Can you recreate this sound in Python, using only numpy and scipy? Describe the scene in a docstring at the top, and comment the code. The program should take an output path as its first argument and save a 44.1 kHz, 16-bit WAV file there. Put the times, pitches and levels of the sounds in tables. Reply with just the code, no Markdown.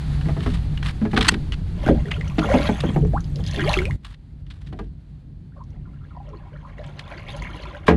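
"""Skiff poled over calm shallows

A loud rumble with a hollow hull boom, both filtered noise, and splashing; then abruptly a much quieter rumble.
Feet thump, scuff and creak up onto the platform: noise forces drive damped modes, and slipping is coloured noise.
Wavelets slap and gurgle under the bow, drops fall and water trickles as the boat gathers way; bubbles are
decaying sines of rising pitch. Near the end a hard knock rings the hull and its frame.
"""
import sys
import numpy as np
from scipy import signal
from scipy.fft import rfft, irfft
from scipy.io import wavfile
from scipy.ndimage import uniform_filter1d

SR = 44100
rng = np.random.default_rng(int(sys.argv[2]) if len(sys.argv) > 2 else 0)


def unload_audio(sound):
    """Save the sound as a 16-bit wav file, at the path given as the first command line argument."""
    columns = np.transpose(np.atleast_2d(sound))
    # keep every value between -1 and 1, then stretch to whole-number steps
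    steps = np.round(np.clip(columns, -1, 1) * 32767)
    wavfile.write(sys.argv[1], SR, steps.astype(np.int16))


N = 351036
TIME = np.arange(N) / SR
DROP_S = 3.962  # the rumble, hiss and splashing drop abruptly here

# spectrum of soles and hands slipping on grit: f/Hz, level/dB
GRIT_SPECTRUM = [(350, -47.5), (600, -13), (1100, -2.5), (1480, -4.5), (1760, -3), (2470, -9), (2750, -5.5),
                 (3700, -6), (4460, -11.5), (6510, -22), (8290, -22), (8750, -20), (15000, -44.5)]
# spectrum of spray and its smallest bubbles: f/Hz, level/dB
SPRAY_SPECTRUM = [(900, -13.5), (1500, -8), (2200, -2.5), (3200, 2), (4600, -5), (5400, -16.5),
                  (6300, -6.5), (8000, -23), (10400, -9.5), (13000, -31.5), (15000, -38)]
# the pole stirring the water: t/s, length/s, relative bubbling level/dB, relative spray level/dB
SPLASHES = [(1.867, 0.012, -38, -42.5), (2.103, 0.11, -47.5, -51.5), (2.403, 0.017, -41, -45),
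            (2.513, 0.0058, -35.5, -39.5), (2.534, 0.15, -35, -40.5), (2.644, 0.0066, -42, -39.5),
            (2.816, 0.079, -44.5, -48), (3.453, 0.056, -60, -46.5), (3.602, 0.14, -33.5, -34.5)]
# one hard knock on the hull: t/s, relative boom level/dB, relative slap level/dB
KNOCK = (7.881, -13.5, -13)


def undb(db):
    """Amplitude ratio of a level difference in decibels."""
    return 10 ** (np.asarray(db) / 20)


def unit(x):
    """Normalise by the standard deviation, so that a zero-mean signal has rms 1."""
    return x / (np.std(x) + 1e-12)


def peaked(x, db):
    """Normalise to a given peak level in dB re full scale."""
    return x * undb(db) / (np.abs(x).max() + 1e-12)


def onset_rms(x):
    """Short-time rms of the loudest 20 ms."""
    power = uniform_filter1d(x * x, size=SR // 50, mode="constant")
    return np.sqrt(power.max())


def add(out, s, x):
    """Superpose x on out from time s, in place."""
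    i = max(int(s * SR), 0)
    out[i:i + len(x)] += x[:max(N - i, 0)]


def colour(x, points):
    """Spectral shaping through (f/Hz, level/dB) points, falling away beyond both ends."""
    hz, db = np.transpose(points)
    log_f = np.log(np.maximum(np.arange(len(x) // 2 + 1) * SR / len(x), 1))
    beyond = np.maximum(np.log(hz[0]) - log_f, 0) + np.maximum(log_f - np.log(hz[-1]), 0)
    gain = undb(np.interp(log_f, np.log(hz), db) - 20 * beyond)
    return irfft(rfft(x) * gain, len(x))


def band(x, hz, width):
    """A single second-order resonance with unit gain at its centre."""
    hz = min(hz, .4 * SR)
    b, a = signal.iirpeak(hz, hz / min(width, SR / 4), fs=SR)
    return signal.lfilter(b, a, x)


def passband(low_hz, high_hz, order):
    """Butterworth band-pass sections, maximally flat between the two edges."""
    return signal.butter(order, [low_hz, high_hz], "band", fs=SR, output="sos")


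def lowpass(x, order, top_hz):
    """Butterworth low-pass: energy above the cutoff is attenuated."""
    return signal.sosfilt(signal.butter(order, top_hz, fs=SR, output="sos"), x)


def fade(t, t60):
    """Exponential free decay, losing 60 dB in t60."""
    return np.exp(-np.log(1000) * t / t60)


def walk(rate):
    """Slow random modulation of unit spread: steps at the given rate per second, smoothed twice."""
    k = int(SR / rate)
    steps = np.repeat(rng.standard_normal(N // k + 1), k)
    smooth = uniform_filter1d(uniform_filter1d(steps, k), k)
    return unit(smooth[:N])


def swell(start, length, rise_db_per_s, fall_db_per_s):
    """Envelope in dB, exponential in amplitude: a steady rise, a hold at 0, a steady fall."""
    before = np.maximum(start - TIME, 0)
    after = np.maximum(TIME - start - length, 0)
    return -rise_db_per_s * before - fall_db_per_s * after


def bubble(hz, t60, rise):
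    """Bubble resonance: a damped sine whose pitch climbs by the share rise as it nears the surface."""
    t = np.arange(int(t60 * SR) + 2) / SR
    phase = 2 * np.pi * hz * t * (1 + rise * t / t60 / 2)
    return np.sin(phase) * fade(t, t60) * (1 - np.exp(-t * hz / 1.4))


def bubbles(rate, low_hz, high_hz, cycles, spread_db, rise):
    """Random superposition of bubbles of many sizes, each pitched by its size; rms 1."""
    out = np.zeros(N)
    for when, size, life, loud in rng.random((int(rate * N / SR), 4)):
        hz = low_hz * (high_hz / low_hz) ** size
        ring = bubble(hz, cycles * (.5 + life) / hz, rise)
        add(out, when * N / SR, undb(spread_db * loud ** 2) * ring)
    return unit(out)


def struck(hz, t60):
    """Impulse response of one low mode, swinging up and dying away."""
    t = np.arange(SR) / SR
    return np.sin(2 * np.pi * hz * t) * fade(t, t60) * (1 - np.exp(-t * hz))


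def air(quieter):
    """Broadband hiss of air and far ripples: it settles exponentially and drops together with the rumble."""
    # f/Hz, level/dB
    hiss_spectrum = [(400, -13), (750, 2), (1060, -3.5), (1900, -4), (2600, -7.5), (4400, -7), (5400, -18),
                     (10500, -22), (13400, -38.5), (15000, -51)]
    first_db, steady_db, later_db = -45, -57.5, -69
    settle_s = 2.1  # time constant
    early_db = steady_db + (first_db - steady_db) * np.exp(-TIME / settle_s)
    gain = (1 - quieter) * undb(early_db) + quieter * undb(later_db)
    hiss = unit(colour(rng.standard_normal(N), hiss_spectrum))
    return gain * undb(walk(36)) * hiss  # flickers by about 1 dB


def wind(quieter):
    """Turbulent buffeting as low-pass noise; the hollow hull booms along on one narrow resonance."""
    # louder first rumble: f/Hz, level/dB
    first_spectrum = [(15, -6.5), (35, -7.5), (57, 3), (76, -5.5), (97, -2), (120, -12), (165, -4.5),
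                      (200, -17.5), (260, -21.5), (400, -31.5), (800, -47.5), (2000, -68.5)]
    # quieter later rumble: f/Hz, level/dB
    later_spectrum = [(20, -24), (48, 2), (60, -2.5), (75, -6), (95, -3.5), (120, -9), (160, -8),
                      (205, -15), (280, -20.5), (400, -33), (700, -44)]
    # gusts: centre t/s, length/s, swell/dB
    gust_rows = [(.3, 0.09, 4), (0.497, 0.17, 3.5), (1.904, 0.23, 4.5), (3.007, 0.23, 4.5),
                 (3.673, 0.085, 3), (4.773, 0.3, 7), (5.803, 0.32, 3), (7.447, 0.35, 3.5)]
    first_db, later_steady_db = -24.5, -38.5
    dip_db, rise_s = 2.5, 0.98  # the later rumble starts lower, then rises slightly
    boom_hz, pass_width_hz = 144, 18
    boom_db, later_boom_db = -6, -2  # boom relative to rumble, and what the later rumble adds to that

    gusts_db = sum(db * np.exp(-(2 * (TIME - s) / length) ** 2) for s, length, db in gust_rows)
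    later_db = later_steady_db - dip_db * np.exp(-(np.maximum(TIME - DROP_S, 0) / rise_s) ** 2)
    level_db = (1 - quieter) * first_db + quieter * later_db + gusts_db + 0.98 * walk(8.3)
    first = unit(colour(rng.standard_normal(N), first_spectrum))
    later = unit(colour(rng.standard_normal(N), later_spectrum))
    rumble = (1 - quieter) * first + quieter * later
    boom = band(rng.standard_normal(N), boom_hz, pass_width_hz)
    boom = unit(band(boom, boom_hz, pass_width_hz))
    return undb(level_db) * (rumble + undb(boom_db + later_boom_db * quieter) * boom)


def pings(rate):
    """Sparse bubble resonances: the nearest stand out singly as short rising chirps; rms 1."""
    return bubbles(rate, low_hz=900, high_hz=4800, cycles=42, spread_db=13, rise=.25)


def crackle(rate=170, spread_db=20, centre_hz=8000, width_hz=6000, t60=0.011):
    """Skins of tiny bubbles snap: random impulses, each a decaying noise burst; rms 1."""
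    t = np.arange(int(SR / 50)) / SR
    snaps = (rng.random(N) < rate / SR) * undb(spread_db * rng.random(N) ** 3)
    bursts = signal.fftconvolve(snaps, fade(t, t60))[:N] * rng.standard_normal(N)
    return unit(band(colour(bursts, SPRAY_SPECTRUM), centre_hz, width_hz))


def trickle():
    """Flow noise along the moving hull: bubbles in spurts, with fizz and crackle growing fastest."""
    # large, middling and small bubbles: rate/(1/s), lowest f/Hz, highest f/Hz, relative level/dB
    rivulets = [(139, 223, 556, -2.5), (320, 517, 1176, -0.5), (560, 1060, 2580, -4)]
    start_s, push_top_s = 5.5, 7.406  # grows louder up to the top of the push
    level_db, churn_db, patchy_db = -39, 2.5, 3
    froth_db, ping_db, mist_db = -7, -9, -7
    fizz_db, fizz_growth, fizz_top_hz = -9.5, 1.18, 5800  # growth: exponent on the flow
    crackle_db, crackle_growth = -20, 2.2

    flow = undb(swell(push_top_s, 0, rise_db_per_s=16.5, fall_db_per_s=14))
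    flow = flow * np.clip((TIME - start_s) / .1, 0, 1)

    burble = np.zeros(N)
    for rate, low_hz, high_hz, db in rivulets:
        spurts = undb(db + patchy_db * walk(16))
        burble += spurts * bubbles(rate, low_hz, high_hz, cycles=22, spread_db=17.5, rise=0.33)
    froth = unit(band(band(rng.standard_normal(N), 570, 800), 800, 1800))
    burble = unit(unit(burble) + undb(froth_db) * froth)
    burble = unit(burble + undb(ping_db) * pings(rate=75))

    fizz = bubbles(rate=2100, low_hz=1590, high_hz=12810, cycles=34, spread_db=25, rise=0.14)
    fizz = unit(fizz * undb(patchy_db * walk(25)))
    fizz = colour(fizz + undb(mist_db) * rng.standard_normal(N), SPRAY_SPECTRUM)
    fizz = unit(lowpass(fizz, 1, fizz_top_hz))

    rush = flow * burble
    rush += undb(fizz_db) * flow ** fizz_growth * fizz
    rush += undb(crackle_db) * flow ** crackle_growth * crackle()
    return undb(level_db + churn_db * walk(40)) * rush


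def laps(count=10, scatter=0.21, cycles=28, rise=0.18):
    """A folding ripple entrains air: a cluster of like-sized bubbles that slides in pitch."""
    # ripples lapping along the hull: t/s, f/Hz, glide/octaves, peak level/dB
    ripples = [(1.875, 455, -0.51, -15.5), (1.93, 653, 0.24, -32), (2.04, 428, 0.042, -30),
               (2.098, 2280, 0.41, -18.5), (2.15, 445, -0.13, -32), (2.398, 1270, 0.56, -21.5),
               (2.522, 580, -.3, -12.5), (2.994, 402, .3, -18), (3.33, 503, 0.32, -35.5),
               (3.582, 1840, 0.42, -20.5), (5.49, 1590, 0.12, -54), (5.535, 636, 0.066, -48.5),
               (5.562, 1130, -.3, -39.5), (5.725, 800, 0.087, -53), (5.838, 1100, -0.39, -49),
               (5.935, 1655, -.3, -52), (6.0, 1450, .2, -48), (6.095, 1110, -0.08, -43.5),
               (6.15, 867, -0.021, -34), (6.24, 546, -0.59, -42), (6.29, 442, -0.52, -36.5),
               (6.30, 980, .3, -39.5), (6.44, 900, -0.26, -43.5), (6.50, 546, -0.12, -43.5),
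               (6.53, 1400, 0.84, -41), (6.62, 1085, 0.65, -34.5), (6.768, 526, 0.039, -33.5),
               (6.85, 825, -0.078, -43), (7.415, 2090, -0.34, -27), (7.62, 1080, 0.3, -34)]
    fold_s = .062  # time a ripple takes to fold
    out = np.zeros(N)
    for s, hz, glide, db in ripples:
        cluster = np.zeros(N)
        for when, size, loud in rng.random((count, 3)):
            pitch = hz * np.exp(scatter * (2 * size - 1)) * 2 ** (glide * (when - .5))
            weight = loud * np.sin(np.pi * when)
            add(cluster, when * fold_s, weight * bubble(pitch, cycles / pitch, rise))
        add(out, s, peaked(cluster, db))
    return out


def droplets(t60=0.023, width_hz=2200, ring_db=-2, cycles=40, rise=0.26):
    """Impact noise and bubble resonance: tiny drops tick on the surface, each with a brief ping."""
    # t/s, tick peak level/dB, f/Hz
    tiny_drops = [(2.2805, -38, 5700), (3.206, -39, 5960), (3.2432, -38, 4630), (3.3583, -32.5, 5000),
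                  (3.439, -33, 4700), (3.4646, -26.5, 4720), (3.476, -30, 6000), (3.4846, -30.5, 3610),
                  (3.512, -30, 5900), (3.534, -32, 3970), (3.5445, -28, 3630), (3.5613, -24.5, 3370),
                  (3.6926, -19.5, 3930), (5.6382, -52.5, 5500), (5.7044, -57, 5500), (6.2905, -51, 5400),
                  (6.864, -51, 7540), (7.4225, -37, 6440)]
    out, t = np.zeros(N), np.arange(int(SR / 10)) / SR
    for s, db, hz in tiny_drops:
        tick = colour(rng.standard_normal(len(t)), SPRAY_SPECTRUM) * fade(t, t60)
        add(out, s, peaked(band(tick, hz, width_hz), db))
        add(out, s, peaked(bubble(hz, cycles / hz, rise), db + ring_db))
    return out


def drops(rise=0.4, ring_db=1, splat_db=-4, splat_t60=0.011):
    """Impact noise and bubble resonance: a drop splats on the surface and leaves a ringing bubble."""
    # single drops and bubbles: t/s, relative level/dB, f/Hz
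    single_drops = [(.775, -31, 2770), (1.522, -22, 2840), (1.8628, -20.5, 1470), (1.879, -20.5, 1460),
                    (2.056, -34, 1780), (2.085, -35, 1450), (2.158, -38, 2350), (2.165, -34, 1360),
                    (2.211, -26.5, 1880), (2.245, -36.5, 2230), (2.271, -38.5, 1250), (2.277, -36, 2800),
                    (2.299, -35, 2480), (2.317, -37, 1100), (2.419, -23, 1273), (2.446, -26, 1165),
                    (2.5142, -21.5, 1440), (2.645, -31, 1230), (3.512, -42, 1770), (3.575, -22, 357),
                    (3.594, -22, 1510), (3.6063, -22, 1780), (3.6397, -26, 1150), (3.6757, -21.5, 2140),
                    (3.732, -18.5, 3700), (3.7398, -11, 2500), (3.767, -19.5, 1224), (3.774, -19, 3060),
                    (3.7882, -16, 2060), (3.818, -26.5, 1440), (3.854, -18, 2400), (3.909, -26.5, 1950),
                    (6.783, -39.5, 1930), (7.0788, -41, 3450), (7.196, -40, 2100), (7.467, -39, 1900),
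                    (7.655, -36, 2400), (7.748, -31.5, 1460)]
    cycles = 31  # a bubble dies away in this many cycles of its first pitch
    out, t = np.zeros(N), np.arange(int(SR / 10)) / SR
    for s, db, hz in single_drops:
        burst = rng.standard_normal(len(t)) * fade(t, splat_t60)
        splat = band(band(burst, hz, hz), hz, 2 * hz)
        add(out, s, peaked(splat, db + splat_db))
        ring = bubble(hz, cycles / hz, rise * rng.uniform(0.22, 1))
        add(out, s, peaked(ring, db + ring_db))
    return out


def gurgles(waver=0.027, rough_db=3, gain_db=-0.5):
    """Cavity resonance: an air pocket trapped under the bow climbs in pitch as the water closes it."""
    # t/s, length/s, resting f/Hz, pitch gained on closing/share of it, relative level/dB, fade/dB
    pockets = [(2.445, 0.034, 400, 0.33, -24, 5), (2.487, 0.016, 620, 0.23, -20, 6),
               (2.5, 0.031, 442, 0.57, -17, 3.5), (2.592, .03, 750, 0.29, -28, 13),
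               (2.597, .048, 530, 0.22, -23.5, 17), (2.633, .022, 850, .6, -36, -3),
               (2.654, 0.028, 537, .3, -32, 4), (3.135, 0.048, 497, 2.67, -27, -7),
               (3.571, 0.041, 360, .15, -25, 5), (3.619, .086, 312, 2.5, -25.5, -5.5),
               (3.77, .14, 355.6, 2.8, -19.5, 22.5)]
    close_s = .021  # time constant of the closing
    attack_s, release_s = 0.0017, 0.0051
    out, wobble, flutter = np.zeros(N), walk(150), walk(200)
    for s, length, rest_hz, rise, db, fade_db in pockets:
        u = np.linspace(0, 1, int(length * SR))
        here = int(s * SR) + np.arange(len(u))
        closing = 1 + rise * np.exp((u - 1) * length / close_s)
        hz = rest_hz * closing * (1 + waver * wobble[here])
        edges = np.clip(np.minimum(u * length / attack_s, (1 - u) * length / release_s), 0, 1)
        size = undb(db + gain_db - fade_db * u + rough_db * flutter[here]) * edges
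        add(out, s, size * np.sin(2 * np.pi * np.cumsum(hz) / SR))
    return out


def foam(centre_hz=7500, width_hz=5000):
    """Bursting of the smallest bubbles, swelling and dying more slowly than the spray itself."""
    foam_db = -26  # relative to the spray column
    fizz = bubbles(rate=900, low_hz=5400, high_hz=12900, cycles=32, spread_db=22, rise=.03)
    amount = np.zeros(N)
    for s, length, _, spray_db in SPLASHES:
        envelope_db = swell(s, length, rise_db_per_s=70.5, fall_db_per_s=28.5)
        amount += undb(spray_db + foam_db + envelope_db)
    return amount * unit(band(fizz, centre_hz, width_hz))


def wash(bubbling_db=1, froth_db=-6, mist_db=-5, churn_db=3.0):
    """Air entrained by stirring: large bubbles burble, tiny ones fizz over a churning froth."""
    large = bubbles(rate=950, low_hz=518, high_hz=2567, cycles=23.3, spread_db=15.5, rise=0.33)
    froth = unit(band(band(rng.standard_normal(N), 530, 1500), 560, 1900))
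    large = unit(large + undb(froth_db) * froth)
    tiny = bubbles(rate=2000, low_hz=1515, high_hz=14000, cycles=32, spread_db=26, rise=0.097)
    tiny = unit(colour(tiny + undb(mist_db) * rng.standard_normal(N), SPRAY_SPECTRUM))
    out = np.zeros(N)
    for s, length, low_db, high_db in SPLASHES:
        stirring = undb(swell(s, length, rise_db_per_s=217, fall_db_per_s=142.5))
        out += stirring * (undb(low_db + bubbling_db) * large + undb(high_db) * tiny)
    return out * undb(churn_db * walk(70))


def deck(x, t60=0.1, wet_db=-7):
    """Diffuse scattering: deck and gunwales add a very short decaying tail, by convolution with noise."""
    t = np.arange(int(SR / 5)) / SR
    tail = rng.standard_normal(len(t)) * fade(t, t60) * (1 - np.exp(-t / 0.00067))
    return x + undb(wet_db) * signal.fftconvolve(x, tail / np.linalg.norm(tail))[:N]


def drags(grit_db=4.0):
    """Sliding friction of soles and clothing: coloured noise roughened as grit catches and lets go."""
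    # t/s, length/s, level/dB
    slides = [(0.357, 0.26, -43), (0.83, 0.098, -37), (1.105, 0.055, -39), (1.144, 0.23, -35),
              (4.02, 0.13, -53), (4.44, 0.48, -63), (7.861, 0.032, -33.5)]
    out = np.zeros(N)
    grit = unit(colour(rng.standard_normal(N), GRIT_SPECTRUM) * undb(grit_db * walk(220)))
    for s, length, db in slides:
        pressure = signal.windows.tukey(int(length * SR), .5)
        add(out, s, undb(db) * pressure * grit[int(s * SR):][:len(pressure)])
    return out


def scuffs(grit_db=5, rise_s=0.0016, t60=.048, gain_db=1):
    """Brief slipping friction: gritty noise bursts, each through a broad resonance of its own."""
    # scuffs and ticks of shoes, hands and pole: t/s, relative peak level/dB, centre f/Hz
    slips = [(0.212, -26, 1520), (0.405, -25, 1500), (0.46, -31, 1620), (.773, -28, 2900),
             (0.827, -19.5, 2100), (.859, -20.5, 2000), (0.8837, -26, 2000), (1.161, -12.5, 1830),
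             (1.173, -7.5, 1480), (1.208, -8.5, 2870), (1.226, -17, 3940), (1.237, -26, 3000),
             (1.247, -16, 1960), (1.254, -26, 1600), (1.265, -19, 1900), (1.321, -34, 800),
             (1.3395, -20, 1590), (1.521, -23, 2920), (2.1114, -16.5, 2000), (2.208, -31, 1900),
             (2.383, -18, 1980), (2.8035, -21.5, 4300), (4.046, -32, 3160), (4.138, -38, 2650),
             (4.4636, -46, 3000), (4.5022, -35, 3440), (4.6645, -42.5, 3250), (4.727, -42, 3000),
             (4.789, -34.5, 3600), (6.8399, -35.5, 2020), (6.9918, -24.5, 3060)]
    out, t = np.zeros(N), np.arange(int(SR / 4)) / SR
    grit = colour(rng.standard_normal(N), GRIT_SPECTRUM) * undb(grit_db * walk(350))
    for s, db, hz in slips:
        slip = grit[int(s * SR):][:len(t)] * fade(t, t60) * (1 - np.exp(-t / rise_s))
        add(out, s, peaked(band(slip, hz, 1.3 * hz), db + gain_db))
    return out


def creak(broad_db=-3, width_scale=1.9, top_hz=8500):
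    """Friction under the foot drives the platform's resonances: a quick run of slips swells and dies."""
    # t/s, length/s, peak level/dB
    s, length, db = (1.279, 0.02, 0)
    # platform resonances: f/Hz, nominal width/Hz, relative level/dB
    platform = [(1860, 84, -1.5), (2720, 160, -9), (3200, 68, -7.5), (4360, 68, -1.5), (6240, 110, -9.5),
                (7880, 110, -6), (9180, 130, -12.5)]
    out, slips = np.zeros(N), np.zeros(4096)
    window = signal.windows.hann(int(length * SR))
    slips[:len(window)] = window * rng.standard_normal(len(window))
    ring = sum(undb(g) * band(slips, f, width_scale * w) for f, w, g in platform)
    sound = unit(ring) + undb(broad_db) * unit(colour(slips, GRIT_SPECTRUM))
    add(out, s, peaked(lowpass(sound, 3, top_hz), db))
    return out


def blows():
    """Impact excitations of the hull: (t/s, boom/dB, slap/dB, crack/dB, nominal t60/s), levels relative."""
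    # feet landing on deck and platform: t/s, relative boom level/dB, relative slap level/dB
    footfalls = [(.256, -31.5, -41), (.286, -34.5, -32.5), (.366, -32, -37), (.461, -24.5, -29),
                 (1.016, -25, -37.5), (1.052, -30.5, -32), (1.132, -19.5, -28.5), (1.174, -23, -23.5),
                 (1.21, -29.5, -37), (1.27, -28.5, -43.5), (1.319, -26.5, -41.5), (1.348, -29.5, -44),
                 (4.726, -38.5, -43.5), (4.790, -33.5, -35.5)]
    # wavelets slapping under the bow: t/s, relative boom level/dB, relative slap level/dB
    wavelets = [(1.864, -22, -30.5), (1.886, -12.5, -20.5), (2.382, -16.5, -25), (2.445, -27, -30),
                (2.538, -13, -18.5), (2.597, -25, -35), (2.690, -17.5, -21), (2.836, -19.5, -24.5),
                (2.887, -23, -35.5), (2.961, -19.5, -25.5), (3.049, -27.5, -37), (3.133, -29, -38.5),
                (3.392, -38, -38.5), (3.575, -27, -49.5)]
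    # rows, crack relative to slap/dB, nominal t60/s
    kinds = [(footfalls, -5.5, .14), (wavelets, -11.5, 0.11), ([KNOCK], -3.5, 0.22)]
    return [(s, boom_db, slap_db, slap_db + crack_db, t60)
            for rows, crack_db, t60 in kinds
            for s, boom_db, slap_db in rows]


def flex(hz=60, t60=0.95, rel_db=-6):
    """Bending mode: every blow also flexes the whole hull in a slow deep throb."""
    out = np.zeros(N)
    for s, boom_db, *_ in blows():
        add(out, s, undb(boom_db + rel_db) * struck(hz, t60))
    return out


def thuds():
    """Low modes set ringing: the knock shakes the hull's frame, the first step up booms the platform's lid."""
    # frame modes that only the knock reaches: f/Hz, level/dB, t60/s
    frame = [(76, -13.5, 1.2), (169, -7.5, 0.34), (349, -14.5, .22), (440, -12, 0.27), (1045, -9, 0.069)]
    lid_step_s, lid_db = 1.015, -10.5
    out = np.zeros(N)
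    add(out, lid_step_s, undb(lid_db) * struck(hz=218, t60=0.25))
    add(out, KNOCK[0], sum(undb(g) * struck(f, d) for f, g, d in frame))
    return out


def hull(direct=40, push=5):
    """Forced modal vibration: the low boom outlasts the slap, and the crack dies first."""
    # hull modes: nominal f/Hz, relative level/dB, t60/s
    modes = [(172.5, 0.5, 0.063), (213.5, -4, 0.27), (253.7, 0.5, 0.12), (303.3, -7, 0.16),
             (338, -6.5, .14), (400, 1, 0.11), (429, 2, 0.12), (479, -1, 0.068), (615.3, -4, 0.16),
             (683, -2, 0.092), (766, -1, 0.07), (830, -6.5, 0.056), (966, -6, 0.082), (1140, -0.5, 0.033),
             (1250, -4.5, 0.05), (1590, -6, 0.12), (1860, -10, 0.047)]
    # boom, slap and crack: filter, scale on the force's decay time, trim/dB
    registers = [(passband(160, 350, order=4), 1.5, 0.5),
                 (passband(380, 905, order=3), 1, 0),
                 (passband(920, 2500, order=2), 0.9, 0)]
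    out, t = np.zeros(N), np.arange(int(SR / 2)) / SR
    for s, *levels_db, t60 in blows():
        detune = 1 + 0.035 * rng.standard_normal(len(modes))  # each blow finds slightly other pitches
        ring = sum(undb(g) * np.cos(2 * np.pi * f * k * t) * fade(t, d)
                   for (f, g, d), k in zip(modes, detune))
        ring[0] += direct  # the contact itself is heard beside the modes
        for db, (sos, lasting, trim_db) in zip(levels_db, registers):
            force = rng.standard_normal(len(t)) * fade(t, t60 * lasting / 1.4)
            force[0] += push
            sound = signal.sosfilt(sos, signal.fftconvolve(force, ring)[:len(t)])
            add(out, s, sound * undb(db + trim_db) / onset_rms(sound))  # level of the loudest 20 ms
    return out


def scene():
    """Superposition of wind, boat and water; the splashing stops at the same instant as the rumble drops."""
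    quieter = np.clip((TIME - DROP_S) / 0.004 + .5, 0, 1)
    splashing = (1 - quieter) * (wash() + foam())
    water = drops() + droplets() + gurgles() + laps() + trickle() + splashing
    boat = hull() + flex() + thuds() + scuffs() + drags() + creak()
    return (wind(quieter) + air(quieter) + boat + deck(water))[None]


def record(dry):
    """Amplitude and band limiting: clipping at full scale, then a steep low-pass."""
    top_hz = 15500
    sos = signal.ellip(8, .2, 70, top_hz, fs=SR, output="sos")
    return signal.sosfilt(sos, np.clip(dry, -1, 1))


dry = scene()
out = record(dry)
unload_audio(out)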